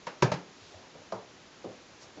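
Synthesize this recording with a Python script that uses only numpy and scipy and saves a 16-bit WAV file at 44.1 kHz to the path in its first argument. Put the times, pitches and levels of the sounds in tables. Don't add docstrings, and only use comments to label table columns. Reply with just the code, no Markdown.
import sys
import numpy as np
from scipy import signal
from scipy.fft import rfft, irfft
from scipy.io import wavfile

SR = 44100
rng = np.random.default_rng(int(sys.argv[2]) if len(sys.argv) > 2 else 0)


def gain_from_db(level_db):
    decades = np.asarray(level_db, float) / 20
    return 10 ** decades


def to_wav(s):
    ch = np.atleast_2d(s).T
    pcm = np.round(np.clip(ch, -1, 1) * 32767)
    wavfile.write(sys.argv[1], SR, pcm.astype(np.int16))


N = 97020
STEP_COUNT = 20000
CLAW_LEAD_S = 0.003
CLAW_WET_DB = -7


def read(points, hz):
    f, value = np.transpose(points)
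    return np.interp(np.log(hz + 1), np.log(f + 1), value)


def bell(hz, centre_hz, octaves, depth_db):
    return -depth_db * (np.log2(hz / centre_hz) / octaves) ** 2


def add(mix, s, sound):
    part = mix[round(s * SR):][:len(sound)]
    part += sound[:len(part)]


def coloured(count, gain):
    spectrum = rfft(rng.standard_normal(count))
    noise = irfft(spectrum * gain(np.fft.rfftfreq(count, 1 / SR)), count)
    return noise / np.sqrt(np.mean(noise ** 2) + 1e-20)


# frequency in Hz, level in dB per Hz.
HISS_CURVE = [(25, -8), (60, -9), (110, -5), (350, -2), (800, -7), (2000, -10), (6900, -15.5),
              (7800, -27.5)]


def microphone_hiss():
    return gain_from_db(-54) * coloured(count=N, gain=lambda hz: gain_from_db(read(HISS_CURVE, hz)))


# frequency in Hz, level in dB.
CLAW_CURVE = [(1200, 1), (2000, -2.5), (3000, -7), (4400, -5), (6000, -6.5), (7500, -16.5)]


def scratch(claw_db, t):
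    scrape = coloured(count=len(t), gain=lambda hz: gain_from_db(read(CLAW_CURVE, hz)) * (hz > 900))
    rise = np.minimum(t / 0.0035, 1) ** 2
    catch = gain_from_db(-60 * t / 0.054)
    drag = gain_from_db(-1 - 60 * t / 0.092)
    return gain_from_db(claw_db) * scrape * rise * (catch + drag)


PAD_OCT = 0.86


def puff(centre_hz, t):
    noise = coloured(count=len(t), gain=lambda hz: gain_from_db(bell(hz + 1, centre_hz, PAD_OCT, 6)))
    burst = noise * gain_from_db(-60 * t / 0.05) * np.minimum(t / 0.0027, 1)
    return burst / np.abs(burst).max()


def push(centre_hz, octaves):
    hz = np.fft.rfftfreq(STEP_COUNT, 1 / SR)
    pulse = np.roll(irfft(gain_from_db(bell(hz + 1, centre_hz, octaves, 6))), shift=150)
    return pulse / pulse.max()


# frequency in Hz, decay time t60 in seconds.
WELL_DECAY = [(100, 0.62), (400, 0.45), (1000, 0.3), (3000, 0.25), (7000, 0.23)]


def stairwell(x):
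    taps = np.zeros(len(x))
    at = np.arange(60, len(x) - 20, 20)
    taps[at + rng.integers(0, 20, len(at))] = rng.choice([-1., 1.], len(at))
    hz, t, z = signal.stft(taps, SR, nperseg=256)
    decay = gain_from_db(-60 * t / read(WELL_DECAY, hz)[:, None])
    tail = signal.istft(z * decay, SR, nperseg=256)[1]
    return signal.fftconvolve(x, tail / np.linalg.norm(tail))[:len(x)]


def ring(modes, weight_db, luck, t):
    hz, db, t60 = np.transpose(modes)[:, :, None]
    detune, spot, phase = luck[:len(hz), :, None].transpose(1, 0, 2)
    turn = 2 * np.pi * hz * (1 + 0.0072 * detune) * t + 2 * phase
    size = gain_from_db(db + weight_db + 3.5 * spot)
    modal_sum = (size * gain_from_db(-60 * t / t60) * np.sin(turn)).sum(0)
    return modal_sum / np.linalg.norm(size) / 2


# frequency in Hz, level in dB, decay time t60 in seconds.
TREAD_MODES = [(323, 1.5, 0.079), (370, -16, 0.066), (438, -8.5, 0.15), (500, 7.5, 0.12), (540, 8.5, 0.067),
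               (594, 8, 0.089), (684, -18, .06), (800, -22, 0.033), (928, 6, 0.084), (1048, 4, .07),
               (1177, -15, 0.028), (1420, -16, .04), (1800, -13.5, .04), (2000, -12, .04)]
# frequency in Hz, level in dB, t60 in seconds.
HOLLOW_MODES = [(95, -13, .1), (115, -5.5, .14), (142.2, 6.5, 0.11), (176, -1, 0.27)]


def footfall(knock_db, centre_hz, boom_db, claw_db):
    t, luck = np.arange(STEP_COUNT) / SR, rng.standard_normal((14, 3))
    weight_db = bell(np.array(TREAD_MODES)[:, :1], centre_hz, 1.0, 6)
    knock = ring(TREAD_MODES, weight_db, luck, t) * (1 - np.exp(-t / 0.003))
    knock += gain_from_db(-7) * puff(centre_hz, t)
    boom = ring(HOLLOW_MODES, 0, 0 * luck, t) * (1 - np.exp(-t / 0.0038))
    claw = scratch(claw_db, t)
    to_walls = gain_from_db(CLAW_WET_DB) * claw + gain_from_db(knock_db + 6) * push(centre_hz, octaves=1.48)
    out = claw + stairwell(to_walls)
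    add(out, CLAW_LEAD_S, gain_from_db(knock_db) * knock + gain_from_db(boom_db) * boom)
    return out


def paws(table, step):
    out = np.zeros(N)
    for s, *row in table:
        add(out, s - CLAW_LEAD_S, step(*row))
    return out


# start in seconds, knock level in dB, knock centre in Hz,
# boom level in dB, claw level in dB.
STAIR_STEPS = [
    (.0683, -24, 777, -41, -42.5),
    (.2235, -12, 523, -11, -25.5),
    (.244, -46, 500, -15.5, -54.5),
    (.3178, -20, 730, -18, -34),
    (.339, -31, 525, -23.5, -45),
]


def paws_on_stairs():
    return paws(STAIR_STEPS, footfall)


# start in seconds, level in dB, frequency in Hz, t60 in seconds.
BOARD_THUDS = [(.069, -34, 941, 0.068), (.07, -48, 175.5, 0.12), (.224, -37, 45, .08),
               (.2245, -23, 965, 0.062), (.225, -22.5, 372, 0.085), (.228, -23.5, 122.4, 0.17),
               (.319, -27.5, 893, 0.042), (.32, -29, 618, 0.064), (.615, -55, 99, 0.17),
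               (.742, -43, 622, 0.031), (.745, -49, 90, 0.16), (.946, -52, 540, 0.072),
               (0.952, -54.5, 165.4, 0.15), (0.981, -59, 95, 0.22), (1.018, -44.5, 607, 0.03),
               (1.123, -35.5, 650.5, 0.077), (1.124, -45.5, 192, .25), (1.137, -50, 115, 0.27),
               (1.645, -43, 409.4, 0.17), (1.647, -50, 185, 0.27), (1.668, -53, 111.4, 0.23),
               (2.013, -61.5, 125, 0.23), (2.171, -56.5, 179, 0.24), (2.175, -51, 321, 0.17)]


def joists():
    out, t = np.zeros(N), np.arange(STEP_COUNT) / SR
    for s, db, hz, t60 in BOARD_THUDS:
        swell = 1 - np.exp(-t * hz / 0.81)
        add(out, s, gain_from_db(db - 60 * t / t60) * swell * 2 * np.sin(2 * np.pi * hz * t))
    return out


# length in seconds, level in dB, centre in Hz, width in octaves.
COAT_STROKES = [
    (0.24, -60, 4040, 0.92),
    (0.18, -59, 690, 0.73),
    (.1, -63, 400, 1.2),
    (.05, -55, 5400, 0.54),
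]
COAT_TIMES = [
    .68,
    .8,
    1.0,
    2.03,
]


def brushing():
    out, t = np.zeros(N), np.arange(N) / SR
    for s, (length, db, centre_hz, octaves) in zip(COAT_TIMES, COAT_STROKES):
        noise = coloured(count=N, gain=lambda hz: gain_from_db(bell(hz + 1, centre_hz, octaves, 9)))
        out += gain_from_db(db) * noise * np.exp(-((t - s) / (length / 2)) ** 2)
    return out


def padding(knock_db, centre_hz, echo_db, claw_db):
    t = np.arange(STEP_COUNT) / SR
    claw = scratch(claw_db, t)
    to_walls = gain_from_db(CLAW_WET_DB) * claw + gain_from_db(knock_db + echo_db) * push(centre_hz, PAD_OCT)
    out = claw + stairwell(to_walls)
    add(out, CLAW_LEAD_S, gain_from_db(knock_db) * puff(centre_hz, t))
    return out


# start in seconds, pad level in dB, pad centre in Hz,
# echo level over the pad in dB, claw level in dB.
LANDING_STEPS = [(.743, -51.5, 596, 4, -68), (.776, -51.5, 560, 5.5, -69), (.944, -46.5, 513, 10.5, -66),
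                 (1.019, -53, 584, 8, -70), (1.045, -54, 800, -11, -91), (1.1222, -31, 603, 12, -46),
                 (1.643, -34, 426, 10, -55.5), (1.778, -70, 370, -9, -73), (2.022, -51.5, 590, 9, -61),
                 (2.171, -43.5, 400, 9, -66), (2.181, -48, 400, 12, -61)]


def paws_on_landing():
    return paws(LANDING_STEPS, padding)


def scene():
    steps = paws_on_stairs() + paws_on_landing()
    return (steps + joists() + brushing() + microphone_hiss())[None]


def low_pass(x):
    return signal.sosfilt(signal.butter(12, 8060, fs=SR, output="sos"), x)


def record(dry):
    bass_cut = signal.butter(2, 49, "high", fs=SR, output="sos")
    thin = signal.sosfilt(bass_cut, dry)
    treble_cut = signal.firwin(201, 7750, window=("kaiser", 9), fs=SR)
    narrow = signal.oaconvolve(thin, treble_cut[None], "same")
    return low_pass(narrow)


dry = scene()
out = record(dry)
to_wav(out)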